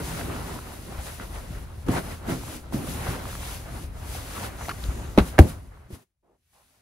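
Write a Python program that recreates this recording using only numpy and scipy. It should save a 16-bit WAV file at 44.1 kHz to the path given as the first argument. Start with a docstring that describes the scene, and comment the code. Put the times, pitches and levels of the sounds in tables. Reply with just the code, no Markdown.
"""In a quiet room, a hand pats and presses a quilt and a pillow close to a hand-held pair of microphones.
The cotton cover hisses and the stuffing crunches: both are random fibre slips, coloured band by band.
The palm and fingers land as damped knocks and a deep thump, creases snap, fingers brush and squeak, and
a low noise rumbles beneath. The hardest pat overloads the input; near the end all fades almost to silence."""
import sys
import numpy as np
from scipy import signal
from scipy.fft import rfft, irfft, next_fast_len
from scipy.io import wavfile

SR = 44100
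rng = np.random.default_rng(int(sys.argv[2]) if len(sys.argv) > 2 else 0)


def store_wav(level_fs):
    """Save 16-bit WAV to argv[1]."""
    pcm = np.round(np.clip(np.atleast_2d(level_fs), -1, 1) * 32767)
    wavfile.write(sys.argv[1], SR, pcm.T.astype(np.int16))


N = 300321


def from_db(db):
    """Turn a level in dB into a gain."""
    return 10 ** (np.asarray(db) / 20)


def rms_one(x):
    """Scale a sound to an rms of 1."""
    return x / np.sqrt(np.mean(x ** 2) + 1e-20)


def in_time(rows):
    """Join the points of a table with straight lines; give each column one value per sample."""
    seconds, *columns = np.transpose(rows)
    return [np.interp(np.arange(N) / SR, seconds, column) for column in columns]


def at_hz(points, hz):
    """Read a table of (Hz, value) along a log-frequency axis."""
    table_hz, values = np.transpose(points)
    return np.interp(np.log(hz), np.log(table_hz + 1), values)


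def drift(rate_hz):
    """Slow random wandering with an rms of 1, computed at every 40th sample and joined by lines."""
    r = np.exp(-80 * np.pi * rate_hz / SR)
    noise = rng.standard_normal(N // 40 + 2002)
    slow = signal.lfilter([1], [1, -2 * r, r * r], noise)[2000:]  # skip the start-up
    return np.interp(np.arange(N) / 40, np.arange(len(slow)), rms_one(slow))


def fibres(per_s):
    """Fibres slip at random moments with uneven force: sparse clicks in four unrelated streams."""
    slips = rng.random((4, N)) < per_s / SR
    return rms_one(rng.standard_normal((4, N)) * slips)


def coloured(streams, colour, patchy_db, patch_rate):
    """Half-octave bands, each with its own level, flicker and left-right likeness; rms 1 in all."""
    # How alike left and right are. Each row: frequency in Hz, likeness from 0 to 1.
    likeness = [(60, 0.99), (250, 0.84), (500, 0.23), (1000, 0.45), (2000, 0.21), (4000, 0.39),
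                (8000, 0.32), (13000, 0.94)]
    out, together = 0, drift(patch_rate / 2)  # one drift is shared by all bands
    octaves = np.log2(colour[-1][0] / colour[1][0])
    edges = colour[1][0] * 2 ** np.arange(-1, octaves + .5, .5)
    edges = np.minimum(edges, .45 * SR)
    for k, (low, high) in enumerate(zip(edges, edges[1:])):
        band = signal.butter(2, [low, high], "band", fs=SR, output="sos")
        mid, side = signal.sosfilt(band, streams[k % 2::2])  # neighbouring bands use other streams
        hz = np.sqrt(low * high)
        alike = np.clip(at_hz(likeness, hz), 0, 1)
        flicker_db = patchy_db * (1.58 * together + drift(patch_rate))
        gain = from_db(at_hz(colour, hz) + flicker_db)
        out = out + gain * (np.sqrt(1 + alike) * mid + np.sqrt(1 - alike) * side * [[1], [-1]])
    return rms_one(out)


def knock(start_s, peak_db, hz, cycles, rise):
    """A damped swing: it builds over `rise` cycles and loses 60 dB in `cycles` cycles."""
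    turn = np.arange(int(SR * .25)) / SR * hz
    swing = np.sin(2 * np.pi * turn) * (1 - np.exp(-turn / rise)) * from_db(-60 * turn / cycles)
    out, at = np.zeros(N), round(start_s * SR)
    out[at:at + len(swing)] = from_db(peak_db) * swing[:N - at] / np.max(np.abs(swing))
    return out


def strokes():
    """Power of hiss, crunch and bulk: every stroke rises, holds and falls, over faint settling."""
    # Strokes and presses. Each row: time of full strength in seconds, hold in seconds, rise in dB/s,
    # fall in dB/s, then levels in dB of cover hiss, stuffing crunch and muffled shifting of the bulk.
    presses = [(0, 0.0087, 200, 412, -44, -39.5, -27.5), (0.042, 0.13, 200, 53, -40.5, -38.5, -39.5),
               (0.286, 0.26, 22, 75, -43.5, -40.5, -38), (0.733, 0.024, 47, 64, -47, -72, -49),
               (0.923, 0.011, 65, 93, -47.5, -53, -43), (1.059, 0.086, 76, 67, -42, -47, -48),
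               (1.208, 0.013, 600, 300, -59, -40, -38.5), (1.347, 0.03, 148, 63, -48, -46, -47),
               (1.52, 0.012, 80, 55, -49.5, -65, -45), (1.92, 0.064, 502, 320, -37.5, -32.5, -28),
               (2.057, 0.063, 120, 142, -42, -43, -39), (2.298, 0.02, 385, 133, -35.5, -35.5, -29),
               (2.5, 0.063, 71, 260, -41.5, -44.5, -41.5), (2.735, .025, 915, 84, -40, -37, -30.5),
               (2.895, 0.049, 116, 63, -37.5, -43, -37), (3.082, 0.041, 95, 134, -39.5, -35, -37.5),
               (3.16, 0.13, 97, 100, -49, -42, -46), (3.316, 0.23, 88, 110, -40.5, -44.5, -49),
               (3.74, .1, 86, 253, -45.5, -53, -42), (4.158, 0.01, 101, 175, -37.5, -42, -40.5),
               (4.22, 0.1, 80, 120, -46.5, -48, -48.5), (4.406, 0.058, 65, 305, -40, -38.5, -44),
               (4.635, .05, 150, 150, -44.5, -53, -63), (4.694, 0.015, 156, 203, -67, -44.5, -39),
               (4.84, 0.015, 71, 61, -45.5, -51, -52), (4.9, 0.13, 101, 150, -55.5, -50, -42),
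               (5.223, 0.014, 300, 299, -46, -54, -33.5), (5.279, 0.0082, 154, 240.5, -42, -43, -37),
               (5.481, .015, 200, 219, -44, -45.5, -44), (5.52, 0.0081, 174, 79.5, -60.5, -59, -46.5),
               (5.93, 0.025, 451, 451, -50, -52, -45.5), (5.975, 0.025, 200, 211, -68.5, -85, -83),
               (6.243, .1, 900, 130, -87, -98, -74), (6.54, .04, 400, 17, -64, -71, -74)]
    # Faint rustle between strokes. Each row: time in seconds, crunch level in dB, hiss level in dB.
    settling = [(0, -57, -51), (.7, -47.5, -62), (1.5, -48, -70), (1.8, -50, -56.5), (2.55, -53.5, -65),
                (2.7, -49.5, -80), (3.7, -47, -78), (4.0, -50, -53.5), (4.6, -45.5, -53), (5.0, -46, -51),
                (5.35, -50, -55.5), (5.6, -57.5, -61.5), (5.88, -60, -69), (6.03, -64.5, -63),
                (6.07, -97, -96), (6.23, -102, -91), (6.5, -83.5, -73.5), (6.81, -77, -77)]
    now = np.arange(N) / SR
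    crunch_db, hiss_db = in_time(settling)
    power = from_db([hiss_db, crunch_db, crunch_db]) ** 2  # the bulk settles as loudly as the crunch
    for s, hold, rise, fall, *levels_db in presses:
        before, after = np.maximum(s - now, 0), np.maximum(now - s - hold, 0)
        shape = from_db(-abs(rise) * before - abs(fall) * after)
        power += (from_db(levels_db)[:, None] * shape) ** 2
    return power


def slaps():
    """Skin slaps the cover: the power of each layer jumps, then dies away as air and fibres settle."""
    # Each row: start in seconds, hiss, crunch and bulk levels in dB, time to fall by 60 dB in seconds.
    hits = [(1.865, -49, -42.5, -30.5, 0.3), (1.884, -40, -32, -22, 0.19),
            (5.1765, -37.5, -22, -18.5, 0.11), (5.1858, -31, -11.5, -27, 0.025),
            (5.191, -37.5, -26, -29, 0.12), (5.382, -39, -23.5, -28, 0.076), (5.389, -20.5, -9, -18, 0.046),
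            (5.394, -36, -34, -13.5, 0.27), (5.904, -60.5, -56, -40.5, 0.099)]
    power, now = np.zeros((3, N)), np.arange(SR // 2) / SR
    for s, *levels_db, t60 in hits:
        at = round(s * SR)
        power[:, at:at + SR // 2] += from_db(np.array(levels_db)[:, None] - 60 * now / t60) ** 2
    return power


def cover_hiss():
    """Dense slips of the cotton weave, heard as hiss."""
    # Colour of the hiss. Each row: frequency in Hz, relative level in dB per Hz.
    colour = [(900, -19), (1500, -9.5), (2900, -7.5), (4800, -11), (6400, -4.5), (8200, -18), (11000, -8),
              (14000, -18.5), (17000, -6.5)]
    return coloured(fibres(per_s=20000), colour, patchy_db=0.7, patch_rate=8.5)


def stuffing_crunch():
    """Sparser slips of the stuffing, heard as crunching."""
    # Colour of the crunch. Each row: frequency in Hz, relative level in dB per Hz.
    colour = [(250, -20.5), (380, -2.5), (600, 1.5), (900, -1), (1300, -2.5), (2000, -9), (3000, -17),
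              (4200, -18)]
    return coloured(fibres(per_s=4600), colour, patchy_db=1.5, patch_rate=14.0)


def bulk_shifting():
    """The bulk of the bedding shifts: muffled low noise."""
    # Colour of the shifting. Each row: frequency in Hz, relative level in dB per Hz.
    colour = [(70, -17), (100, 6), (160, 2), (250, 0), (330, -2.5), (480, -9.5), (700, -16.5)]
    return coloured(rng.standard_normal((4, N)), colour, patchy_db=1.0, patch_rate=12.0)


def blows():
    """Each soft blow pushes inward and wakes the ringing tones (modes) near its own pitch."""
    # Palm blows are deep, finger blows higher. Each row: start in seconds, level in dB, pitch in Hz.
    hits = [(0.986, -27, 68), (1.507, -29, 118), (1.887, -18.5, 330), (1.893, -14, 170), (1.904, -20, 124),
            (2.285, -22, 230), (2.298, -18, 280), (2.617, -25, 90), (2.7444, -19, 205), (3.088, -21.5, 122),
            (3.84, -28, 68), (4.15, -29, 740), (4.886, -20, 65), (5.1767, -9.5, 520), (5.1815, 1, 259.3),
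            (5.186, -10, 325), (5.196, -18, 190), (5.204, -13.5, 66), (5.386, -7.5, 522), (5.39, -5.5, 780),
            (5.393, 1, 300), (5.4, 6.5, 80.5), (5.439, -21.5, 120), (5.904, -44.5, 200),
            (5.929, -28.5, 79.6)]
    # What hand and bedding ring with. Each row: frequency in Hz, relative level in dB,
    # time to fall by 60 dB in cycles.
    modes = [(65.06, 0, 7.0), (80, -5, 6.5), (120, 2, 4.9), (170.3, 4, 2.9), (215, 2, 10), (257, 0, 2),
             (320, -1, 7.8), (330, -15.5, 50), (561.6, -1.5, 9.7), (763, -0.5, 20)]
    reach_octaves = .22
    out = np.zeros(N)
    for s, peak_db, pitch_hz in hits:
        for hz, level_db, cycles in modes:
            share = np.exp(-(np.log2(hz / pitch_hz) / reach_octaves) ** 2)
            if share > .02:  # leave out modes too far away
                out -= share * knock(s, peak_db + level_db, hz, cycles, rise=.3)
    return out


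def snaps():
    """Creases snap: short, quickly damped tones."""
    # Each row: start in seconds, peak level in dB, frequency in Hz.
    creases = [(0.213, -24, 1650), (0.301, -29, 1180), (0.363, -27, 1220), (0.495, -30, 1010),
               (.589, -27, 1230), (1.199, -26.5, 1440), (1.923, -31, 1220), (2.436, -31.5, 885),
               (2.481, -34.5, 1170), (2.725, -28, 885), (3.069, -23.5, 1170), (3.255, -26, 1110),
               (3.33, -27.5, 1230), (3.353, -26, 1250), (3.432, -28.5, 940), (4.84, -23, 3830),
               (5.187, -32, 2250), (5.3908, -9.5, 2200), (5.773, -45, 1000)]
    return sum(knock(*row, cycles=7.7, rise=0.2) for row in creases)


def brushes():
    """Fingertips brush the weave: each stroke swells and fades in its own band of noise."""
    # Each row: start in seconds, length in seconds, centre in Hz, band width in Hz,
    # level in dB before the swell.
    touches = [(4.284, 0.32, 1550, 1370, -47.5), (4.648, 0.013, 1960, 400, -41.5),
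               (4.581, 0.11, 6260, 1300, -51.5), (4.747, 0.42, 7000, 1470, -56),
               (6.226, .15, 521, 480, -66), (6.528, 0.11, 908, 448, -64.5), (6.687, 0.11, 806, 501.4, -73)]
    out = np.zeros((2, N))
    for s, length, hz, width_hz, level_db in touches:
        at, size = round(s * SR), round(length * SR)
        band = signal.butter(2, [hz - width_hz / 2, hz + width_hz / 2], "band", fs=SR, output="sos")
        mid, side = signal.sosfilt(band, rng.standard_normal((2, SR // 2)))[:, :size]
        swell = np.sqrt(np.sin(np.pi * np.arange(size) / size))
        stroke = rms_one(mid + 0.43 * side * [[1], [-1]]) * swell
        out[:, at:at + size] += from_db(level_db) * stroke[:, :N - at]
    return out


def squeak():
    """Fingers stick and slip off the cover: two gliding tones, scattered by uneven slips."""
    # Glide of the squeak. Each row: time in seconds, frequency in Hz, level in dB.
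    glide = [(4.678, 600, -55), (4.686, 727, -23.5), (4.689, 897, -55), (4.693, 1213, -22.5),
             (4.699, 1520, -28), (4.702, 1640, -35), (4.707, 1560, -36), (4.714, 1236, -30),
             (4.725, 1000, -46)]
    hz, level_db = in_time(glide)
    # silent until the level rises above that of the first row, and after the last row
    sounding = (level_db > glide[0][2]) & (np.arange(N) / SR < glide[-1][0])
    slips = rms_one(signal.lfilter([1], [1, -.94], rng.standard_normal((3, N))))
    turn = 2 * np.pi * np.cumsum(hz) / SR
    first = (.9 + .45 * slips[0]) * np.sin(turn) + .45 * slips[1] * np.cos(turn)
    second = .55 * slips[2] * np.sin(1.4 * turn)
    return sounding * from_db(level_db) * (first + second)


def rumble():
    """Low noise whose level wanders slowly and sinks near the end."""
    # Course of the rumble. Each row: time in seconds, level in dB.
    course = [(0.0, -34), (0.4, -38), (0.8, -42), (1.6, -36), (1.86, -39), (2.1, -39.5), (2.6, -42.5),
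              (2.9, -37), (4.0, -38.5), (4.6, -40.5), (5.04, -35.5), (5.4, -41), (5.6, -38.5), (5.86, -50),
              (6.0, -85), (6.26, -77), (6.47, -74), (6.81, -72)]
    # Colour of the rumble. Each row: frequency in Hz, relative level in dB per Hz.
    colour = [(13, -42.5), (22, -8.5), (32, -6), (54, 6.5), (97, 1.5), (129, -20), (250, -24), (320, -52),
              (550, -120)]
    level_db, = in_time(course)
    noise = coloured(rng.standard_normal((4, N)), colour, patchy_db=-0.5, patch_rate=4.7)
    return from_db(level_db) * noise


def scene():
    """Add up the sounds of hand and bedding and the rumble."""
    hiss_gain, crunch_gain, bulk_gain = np.sqrt(strokes() + slaps())
    hiss = hiss_gain * cover_hiss()
    crunch = crunch_gain * stuffing_crunch()
    bulk = bulk_gain * bulk_shifting()
    return hiss + crunch + bulk + blows() + snaps() + brushes() + squeak() + rumble()


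def record(dry):
    """Two microphone ports differ in phase and level and ring in the treble; the input clips flat."""
    # Each row: frequency in Hz, phase in radians by which the left port leads the right.
    port_phase = [(0, 0), (1550, -1.0), (2500, 0.1), (3190, 1.6), (4820, 0.6), (5680, -1.5), (6720, 1.4),
                  (7060, 1.8), (8010, 2.7), (9130, 1.6), (11100, 0.1), (13000, -0.0), (13900, -0.9),
                  (15200, -1.9)]
    # Each row: frequency in Hz, left level over right level in dB.
    port_balance = [(60, 2), (130, 0), (290, 0), (640, -1), (1410, 0.5), (3100, 1.0), (6820, 4),
                    (15000, -2)]
    ring_hz, ring_width_hz, ring_db = 10130, 2100, -4.5
    cutoff_hz = 15740
    size = next_fast_len(N + 4096)
    hz = np.arange(size // 2 + 1) * SR / size
    # each port takes half of the difference, in opposite directions
    phase = np.exp(.5j * np.interp(hz, *np.transpose(port_phase)))
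    half = phase * from_db(at_hz(port_balance, hz + 1) / 2)
    ring = 1 + from_db(ring_db) / (1 + (2 * (hz - ring_hz) / ring_width_hz) ** 2)
    ports = irfft(rfft(dry, size) * ring * [half, 1 / half], size)[:, :N]
    clipped = np.clip(ports, -1, 1)
    top_cut = signal.ellip(18, .05, 60, cutoff_hz, fs=SR, output="sos")
    return signal.sosfilt(top_cut, clipped)


dry = scene()
out = record(dry)
store_wav(out)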